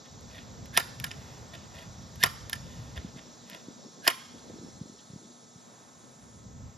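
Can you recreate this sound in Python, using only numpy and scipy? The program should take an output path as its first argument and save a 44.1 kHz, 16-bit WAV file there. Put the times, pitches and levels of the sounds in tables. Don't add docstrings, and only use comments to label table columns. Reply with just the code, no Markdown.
import sys
import numpy as np
from scipy import signal
from scipy.fft import rfft, irfft, next_fast_len
from scipy.io import wavfile
from scipy.ndimage import uniform_filter1d

SR = 44100
rng = np.random.default_rng(int(sys.argv[2]) if len(sys.argv) > 2 else 0)


def bounce(signal):
    frames = np.transpose(np.atleast_2d(signal))
    limited = np.clip(frames, -1, 1)
    pcm = np.round(limited * 32767).astype(np.int16)
    wavfile.write(sys.argv[1], SR, pcm)


N = 298556
T = np.arange(N) / SR

# (time [s], air [dB], lower insects [dB], upper insects and whine [dB])
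GARDEN_LEVELS = [(0, -56.5, -55.5, -59.5), (1.5, -54.5, -56, -58.5), (3, -57, -55.5, -59),
                 (4.6, -59, -57, -58), (5.4, -60, -60, -58.5), (6.77, -60, -63.5, -60)]
# (frequency [Hz], level [dB])
FAR_AIR_SPECTRUM = [(30, -48), (70, -22.5), (120, 6), (400, -2), (700, 0), (1200, -3.5), (2500, -14),
                    (5000, -20), (9000, -39.5), (10500, -26.5), (14200, -28.5), (16000, -34)]
# (frequency [Hz], level [dB])
HUM_TONES = [(118, -75.5), (240, -65.5), (1060, -79), (1290, -71.5)]
# (centre [Hz], width [Hz], relative level [dB])
HIGH_BANDS = [(3700, 740, -11), (4490, 480, -13), (5720, 1770, -4.5), (6560, 700, -5.5), (7220, 860, -4.5),
              (9040, 240, -15)]
# (time [s], gain [dB])
WHINE_SWELL = [(0, -36), (1.1, -11), (1.7, 0.5), (4.3, 1.5), (4.7, 5), (6.37, 7.5), (6.55, -21)]
# (time [s], lower pitch [Hz], upper pitch [Hz], lower level [dB], upper level [dB])
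CRICKET_SONGS = [(0, 3820, 4230, -79, -75), (4.3, 3684, 4200, -78, -75), (4.65, 3690, 4145, -83, -70.5),
                 (5.05, 3600, 4240, -88, -71.5), (5.25, 3620, 4240, -74, -75), (5.5, 3780, 4240, -78, -78),
                 (6.1, 3830, 4200, -80, -82), (6.77, 3770, 4180, -97.5, -84.5)]
# (time [s], relative level [dB])
BREEZE_LEVELS = [(0.0, -67), (0.14, -52.5), (0.87, -51), (0.95, -58), (1.0, -43), (1.27, -54),
                 (2.15, -50.5), (2.17, -46), (2.93, -48.5), (3.1, -53), (3.35, -70), (3.96, -85),
                 (4.35, -65), (4.75, -61), (5.21, -83), (5.97, -75), (6.53, -51), (6.77, -55)]
# (frequency [Hz], level [dB])
WIND_SPECTRUM = [(20, -31.5), (40, -11), (65, 0), (120, 2.5), (200, -6), (300, -22.5), (700, -69)]
# (time [s], level [dB])
RUSTLE_LEVELS = [(0, -59.5), (.3, -53.5), (2.45, -60), (2.94, -53), (3.24, -56.5), (4.4, -55.5),
                 (4.58, -54.5), (4.73, -56.5), (4.97, -62.5), (6.77, -58.5)]
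# (frequency [Hz], level [dB])
CLOTH_SPECTRUM = [(30, -58), (75, -25), (130, -4.5), (230, 1.5), (330, -8.5), (520, -6), (900, -22.5),
                  (3000, -42)]
# (frequency [Hz], level [dB], t60 [s])
RIFLE_MODES = [(373.5, -11, 0.061), (480, -14, .04), (681, -3, 0.046), (960, -4.5, 0.054),
               (1051, -8.5, 0.073), (1363, -1.5, 0.083), (1479, -12, 0.11), (1819, 0, 0.037),
               (2110, -4.5, 0.032), (2467, -2, 0.025), (2996, -1.5, 0.025), (3260, 0, 0.025),
               (3644, 1.5, 0.028), (4450, -10, 0.019), (5150, -1, 0.033), (6740, -11, 0.025),
               (10920, -2, 0.021)]
# (frequency [Hz], level [dB])
CRACK_SPECTRUM = [(200, -10.5), (480, -4.5), (820, -9), (2000, -1.5), (3100, 3), (4100, -0.5), (5200, 3),
                  (6000, -5), (7500, -5.5), (9000, -1.5), (11500, 0.5), (14500, -1.5), (16000, -4)]
# (frequency [Hz], level [dB])
CROWD_SPECTRUM = [(150, -11.5), (500, -15), (780, -15), (1050, -6), (1700, 1), (2300, -4), (3700, -13.5),
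                  (5200, -11.5), (6500, -12), (12000, -12), (16000, -34.5)]
# (time [s], level [dB])
STOP_KNOCKS = [(0.055, -58), (1.5405, -45.5), (2.9661, -45.5), (3.174, -53)]
# (time [s], level [dB], low edge [Hz], high edge [Hz])
TICKS_AND_THUMP = [(.209, -58.5, 4000, 14800), (0.346, -50, 1500, 4000), (0.381, -43.5, 1610, 4080),
                   (.388, -46, 1595, 3970), (0.657, -48.5, 1740, 12700), (1.1084, -41, 1200, 4000),
                   (1.114, -34.5, 1400, 6460), (1.756, -59, 1510, 3960), (1.787, -47, 1500, 4040),
                   (2.157, -49.5, 2500, 14100), (2.9754, -44.5, 1600, 3760), (3.1912, -46, 1530, 4070),
                   (3.4983, -43, 1600, 14900), (3.515, -47, 1600, 5000), (3.5305, -44, 1480, 5000),
                   (4.0689, -26.5, 300, 1720)]
# (time [s], level [dB], latch lead [s], tube note [Hz], relative latch [dB], relative crack [dB])
SLAPS = [(0.775, -11, 0.0077, 5130, -13, 2.5), (2.237, -10.5, 0.0077, 5150, -10.5, 3),
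         (4.0776, -10, 0.0095, 4870, -19, 1)]
# (time [s], level [dB], catch lead [s], lever note [Hz])
LEVER_SNAPS = [(1.0416, -26, .0416, 1670), (2.5304, -24.5, .0336, 1765)]
# (middle [s], level [dB])
PISTON_PUSHES = [(.365, -53), (1.789, -50.5), (3.539, -50.5)]
# (frequency [Hz], level [dB])
SLIDE_SPECTRUM = [(300, -16.5), (650, -0.5), (1100, -7.5), (1750, -4), (2700, -4.5), (3700, -4),
                  (5500, -10.5), (8500, -14), (14000, -16), (16000, -33.5)]
# (delay [s], level [dB], t60 [s], tilt [dB/octave])
NEAR_ECHOES = [(0.0219, -17.5, .05, -3), (0.096, -39.5, .15, -6.5)]
# (low edge [Hz], requested high edge [Hz], level [dB], t60 [s])
TREE_SCATTER = [(913, 1400, -16.5, 0.2), (301, 240, -21, 0.235), (1000, 1760, -20.5, 1),
                (2200, 5300, -22, .7), (3010, 8300, -23, 1), (10000, 12200, -23, 0.38)]
# (middle [s], level [dB], low edge [Hz], high edge [Hz])
SOFT_RASPS = [(.745, -48.5, 1140, 2100), (4.997, -58.5, 2880, 4000), (5.32, -62, 3700, 4730)]
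# (pitch [ratio], level [dB])
WHISTLE_PARTIALS = [(0.999, -0.5), (1.748, -13.5), (2.45, -17.5), (6.298, -13.5)]
# (time [s], level [dB], pitch [Hz])
HAND_BUMPS = [(1.005, -35, 120), (1.179, -34, 122), (2.964, -26.5, 66), (2.981, -32, 94),
              (3.045, -28.5, 184), (3.161, -35, 199), (3.683, -32, 250), (4.345, -39, 240),
              (4.504, -35.5, 378), (4.54, -37, 259), (4.59, -40, 130), (4.632, -38.5, 256),
              (4.684, -38.5, 267), (4.752, -47, 226), (4.811, -27.5, 162), (4.856, -36.5, 238),
              (4.896, -38, 240), (4.925, -43, 228), (5.099, -37.5, 161), (5.132, -35, 148),
              (5.158, -33.5, 189), (5.556, -41.5, 140.3), (6.46, -34.5, 114)]
# (middle [s], half length [s], level [dB])
GRIP_SHIFTS = [(3.657, 0.23, -47.5), (4.55, .1, -44), (4.849, .1, -49.5), (5.198, 0.12, -51)]
# (frequency [Hz], left's phase lead [rad])
PORT_PHASE = [(20, 0), (350, -.15), (550, .4), (950, .6), (1250, 1.7), (1450, 2.9), (1580, 2.5),
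              (1760, .35), (3000, .3), (5200, .05), (5700, -.75), (7100, -1.2), (8300, -3.1), (11000, -5.3),
              (15000, -9.3)]
# (frequency [Hz], left minus right [dB])
NEAR_BALANCE = [(250, -2.5), (600, 5), (800, 0), (1100, 9.5), (1380, -3.5), (1650, -10.5), (2100, -3),
                (3300, 0.5)]
# (frequency [Hz], left minus right [dB])
FAR_BALANCE = [(600, 1), (900, 2), (1150, 0.5), (1450, -11), (1850, -7.5), (2300, -1), (3000, -0.5)]

# (low edge [Hz], high edge [Hz], relative crack [dB], crack t60 [s])
CATCH = (990, 25000, 5, 0.007)
SNAP = (1360, 11400, 1.5, 0.017)
KNOCK = (1554, 4300, -2, -4.3)
LATCH = (1200, 4600, 3.7, 0.01)
GRAZE = (4000, 30000, 5.8, 0.015)
REBOUND_S = 0.0099
SIDE = np.array([[1], [-1]])


def undb(db):
    return 10 ** (np.asarray(db) / 20)


def unit(x):
    return x / np.sqrt(np.mean(x ** 2))


def unit_energy(x):
    return x / np.sqrt(np.sum(x ** 2))


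def fade(t, t60):
    return (t >= 0) * np.exp(-np.log(1000) * np.maximum(t, 0) / t60)


def swell(t, half_s):
    return np.exp(-.5 * (t / half_s) ** 2)


def bins(n):
    return np.maximum(np.fft.rfftfreq(n, 1 / SR), 1)


def along(points, hz):
    f, value = np.transpose(points)
    return np.interp(np.log(hz), np.log(f), value)


def curves(rows):
    s, *columns = np.transpose(rows)
    return [np.interp(T, s, c) for c in columns]


def bandpass(x, low_hz, high_hz):
    edges = [low_hz, np.clip(high_hz, low_hz * 1.2, 20000)]
    return signal.sosfilt(signal.butter(2, edges, "band", fs=SR, output="sos"), x)


def colour(x, points, tilt_db=0):
    n = next_fast_len(len(x))
    hz = bins(n)
    gain = undb(along(points, hz) + tilt_db * np.log2(hz))
    return unit(irfft(rfft(x, n) * gain, n)[:len(x)])


def noise(points, n=N):
    return colour(rng.standard_normal(n), points)


def wide(points, side_db):
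    return unit(noise(points) + undb(side_db) * noise(points) * SIDE)


def walk(rate, n=N):
    k = int(SR / rate)
    steps = np.repeat(rng.standard_normal(n // k + 1), k)
    return np.sqrt(2) * uniform_filter1d(steps, k)[:n]


def sine(hz):
    return np.sin(2 * np.pi * np.cumsum(hz) / SR)


def add(track, s, x):
    i = max(int(s * SR), 0)
    track[i:i + len(x)] += x[:N - i]


def far_air_and_hum(drift_hz=1.504):
    air = wide(FAR_AIR_SPECTRUM, side_db=-10.5) * undb(curves(GARDEN_LEVELS)[0] + 0.99 * walk(5))
    hum = sum(undb(db) * np.sqrt(2) * sine(hz + drift_hz * walk(5.4)) for hz, db in HUM_TONES)
    return air + hum


def insects_and_whine(throb_db=0.3, spacing_hz=35, uneven_db=4.5):
    bands = 0
    _, lower_db, upper_db = curves(GARDEN_LEVELS)
    for k, (hz, width, db) in enumerate(HIGH_BANDS):
        band = [(hz / 2, -50), (hz - width, -12), (hz - width / 2, -3), (hz, 0),
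                (hz + width / 2, -3), (hz + width, -16), (hz + 2 * width, -40), (hz * 2, -70)]
        level_db = lower_db if k < len(HIGH_BANDS) / 2 else upper_db
        whine_db = curves(WHINE_SWELL)[0] if k == len(HIGH_BANDS) - 1 else 0
        bands += wide(band, side_db=-15) * undb(db + level_db + whine_db + throb_db * walk(25))
    n = next_fast_len(N)
    lines = np.interp(bins(n) / spacing_hz, np.arange(SR // 20), rng.standard_normal(SR // 20))
    lined = irfft(rfft(bands, n) * undb(uneven_db * lines), n)[:, :N]
    return unit(lined) * np.sqrt(np.mean(bands ** 2))


def crickets(flutter_db=4, waver_hz=55, rate=420, chirp_s=5.095, chirp_hz=3520, glide_hz_per_s=-900):
    low_hz, high_hz, low_db, high_db = curves(CRICKET_SONGS)
    songs = sum(undb(db + flutter_db * walk(rate)) * sine(hz + waver_hz * walk(rate))
                for hz, db in [(low_hz, low_db), (high_hz, high_db)])
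    t = T - chirp_s
    chirp = undb(-73) * swell(t, 0.02) * np.sin(2 * np.pi * (chirp_hz + glide_hz_per_s * t / 2) * t)
    return np.sqrt(2) * (songs + chirp)


def breeze(gain_db=1.5, gust_db=2):
    eddies = wide(WIND_SPECTRUM, side_db=-11)
    return eddies * undb(curves(BREEZE_LEVELS)[0] + gain_db + gust_db * walk(20))


def sleeve_rustle(uneven_db=2):
    cloth = wide(CLOTH_SPECTRUM, side_db=-2.5) * undb(curves(RUSTLE_LEVELS)[0] + uneven_db * walk(35))
    return bandpass(cloth, 75, 4000)


def rifle_ring(t, detune=0.0067):
    shifts = 1 + detune * rng.standard_normal(len(RIFLE_MODES))
    return unit_energy(sum((-1) ** k * undb(db) * np.sin(2 * np.pi * hz * shifts[k] * t) * fade(t, t60)
                           for k, (hz, db, t60) in enumerate(RIFLE_MODES)))


def contacts():
    for s, db, lead, _ in LEVER_SNAPS:
        yield s - lead, db - 9, *CATCH
        yield s, db, *SNAP
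    for s, db in STOP_KNOCKS:
        yield s, db, *KNOCK
        yield s + REBOUND_S, db + 4, *KNOCK
    for s, db, lead, _, latch_db, crack_db in SLAPS:
        yield s - lead, db + latch_db, *LATCH
        yield s - 0.003, db - 17, *GRAZE
        yield s, db, 330, 12500, crack_db, 0.012
    for contact in TICKS_AND_THUMP:
        yield *contact, 2, 0.016


def blows(ring_db=0, crowd_db=-2, crowd_t60=0.051, span_s=0.0031):
    out, t = np.zeros(N), T[:SR // 8]
    for s, db, low_hz, high_hz, crack_db, crack_t60 in contacts():
        crack = undb(crack_db) * unit_energy(noise(CRACK_SPECTRUM, len(t)) * fade(t, crack_t60))
        crowd = undb(crowd_db) * unit_energy(noise(CROWD_SPECTRUM, len(t)) * fade(t, crowd_t60))
        hit = bandpass(undb(ring_db) * rifle_ring(t) + crack + crowd, low_hz, high_hz)
        add(out, s, undb(db) * np.sqrt(span_s * SR) * unit_energy(hit))
    return out


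def strokes(gritty_metal=0.1, smooth_air=0.9, metal_tilt_db=-1.44):
    for s, *_ in LEVER_SNAPS:
        yield s + 0.2, -59.5, 0.16, 0, smooth_air
    for s, db in STOP_KNOCKS:
        yield s + REBOUND_S / 2, db - 2, 0.01, metal_tilt_db, gritty_metal
    for s, db in PISTON_PUSHES:
        yield s, db, 0.044, metal_tilt_db, gritty_metal
    for s, db, *_ in SLAPS:
        yield s - 0.021, db - 34.5, 0.011, 3, smooth_air


def piston_slides(grain_db=2.5, slips_per_s=700, ring_gain=0.4456):
    out, t = np.zeros(N), np.arange(-SR // 5, SR // 5) / SR
    for s, db, half_s, tilt_db, hiss in strokes():
        slipping = rng.random(len(t)) < slips_per_s / SR
        slips = slipping * undb(grain_db * rng.exponential(size=len(t)))
        force = rng.standard_normal(len(t)) * (slips + hiss)
        ringing = signal.fftconvolve(force, rifle_ring(T[:SR // 16]))[:len(t)]
        rub = colour(force + ring_gain * ringing, SLIDE_SPECTRUM, tilt_db)
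        stroke = undb(db) * rub * swell(t, half_s)
        add(out, s + t[0], stroke[s + t >= 0])
    return out


def garden_echo(x, side_db=-8, onset_s=0.012, build_s=0.012, uneven_db=2.1):
    t, heard = T[:SR], []
    build = 1 - np.exp(-np.maximum(t - onset_s, 0) / build_s)
    for _ in range(2):
        response = np.zeros(SR)
        for delay_s, db, t60, tilt_db in NEAR_ECHOES:
            smear = noise([(1200, 0), (9600, 3 * tilt_db)], SR)
            response += undb(db) * unit_energy(smear * fade(t - delay_s, t60))
        for low_hz, high_hz, db, t60 in TREE_SCATTER:
            scatter = rng.standard_normal(SR) * undb(uneven_db * walk(80, SR))
            tail = unit_energy(scatter * build * fade(t, t60))
            response += undb(db) * bandpass(tail, low_hz, high_hz)
        heard.append(signal.fftconvolve(x, response)[:N])
    mid, side = heard
    return mid + undb(side_db) * side * SIDE


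def soft_rasps(half_s=0.0075):
    return sum(undb(db) * unit(bandpass(rng.standard_normal(N), low_hz, high_hz)) * swell(T - s, half_s)
               for s, db, low_hz, high_hz in SOFT_RASPS)


def valve_whistle(pitch_hz=1777, rise_hz_per_s=5500, waver_hz=65, flutter_db=3, relative_db=-25):
    out, t = np.zeros(N), np.arange(-SR // 8, SR // 40) / SR
    swell_s, release_s = 0.014, 0.0028
    envelope = np.exp(np.minimum(t / swell_s, -t / release_s))
    for s, db, lead, *_ in SLAPS:
        hz = pitch_hz + rise_hz_per_s * t + waver_hz * walk(400, len(t))
        whistle = sum(undb(partial_db + flutter_db * walk(300, len(t))) * sine(ratio * hz)
                      for ratio, partial_db in WHISTLE_PARTIALS)
        add(out, s - lead + t[0], undb(db + relative_db) * whistle * envelope)
    return out


def struck_notes(lever_gain=0.706, lever_t60=0.044, tube_gain=0.5, tube_t60=0.019):
    out, t = np.zeros(N), T[:SR // 8]
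    for rows, gain, t60 in ((LEVER_SNAPS, lever_gain, lever_t60), (SLAPS, tube_gain, tube_t60)):
        for s, db, _, hz, *_ in rows:
            add(out, s, gain * undb(db) * np.sin(2 * np.pi * hz * t) * fade(t, t60))
    return out


def thud(hz, rise_cycles=0.53):
    t = T[:SR // 8]
    age = t * hz / rise_cycles
    return np.sin(2 * np.pi * hz * t) * age ** 2 * np.exp(2 * (1 - age))


def handling_bumps(jolt_db=-23.5, jolt_hz=198.4, low_hz=190, high_hz=420, scatter_db=3, per_shift=14):
    out = np.zeros(N)
    for s, db, hz in HAND_BUMPS:
        add(out, s, undb(db) * thud(hz))
    for s, db, *_ in SLAPS:
        add(out, s, undb(db + jolt_db) * thud(jolt_hz))
    for s, half_s, db in GRIP_SHIFTS:
        for when, pitch, size in rng.uniform(-1, 1, (per_shift, 3)):
            hz = low_hz * (high_hz / low_hz) ** ((pitch + 1) / 2)
            add(out, s + half_s * when, undb(db + scatter_db * size) * thud(hz, rise_cycles=1))
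    return bandpass(bandpass(out, 62, 1700), 54, 3000)


def body_shade(x, balance):
    n = next_fast_len(N + SR // 10)
    gains = undb(along(balance, bins(n)) * SIDE / 2)
    return irfft(rfft(x, n) * gains, n)[:, :N]


def microphone_ports(pair):
    left, right = pair
    n = next_fast_len(N + SR // 10)
    lag = np.exp(-1j * along(PORT_PHASE, bins(n)))
    return np.array([left, irfft(rfft(right, n) * lag, n)[:N]])


def scene(outward_db=1):
    rasping = piston_slides() + soft_rasps()
    rifle = blows() + struck_notes() + valve_whistle() + rasping
    outward = undb(outward_db) * blows(ring_db=-5, crowd_db=1, crowd_t60=0.048) + rasping
    garden = garden_echo(outward) + insects_and_whine() + crickets() + far_air_and_hum()
    airborne = body_shade(rifle, NEAR_BALANCE) + body_shade(garden, FAR_BALANCE)
    return microphone_ports(airborne) + breeze() + sleeve_rustle() + handling_bumps()


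def record(dry):
    thinned = signal.sosfilt(signal.butter(3, 36, "high", fs=SR, output="sos"), dry)
    rounded = np.tanh(0.94 * thinned) / 0.88
    return signal.sosfilt(signal.ellip(8, .2, 70, 15800, fs=SR, output="sos"), rounded)


dry = scene()
out = record(dry)
bounce(out)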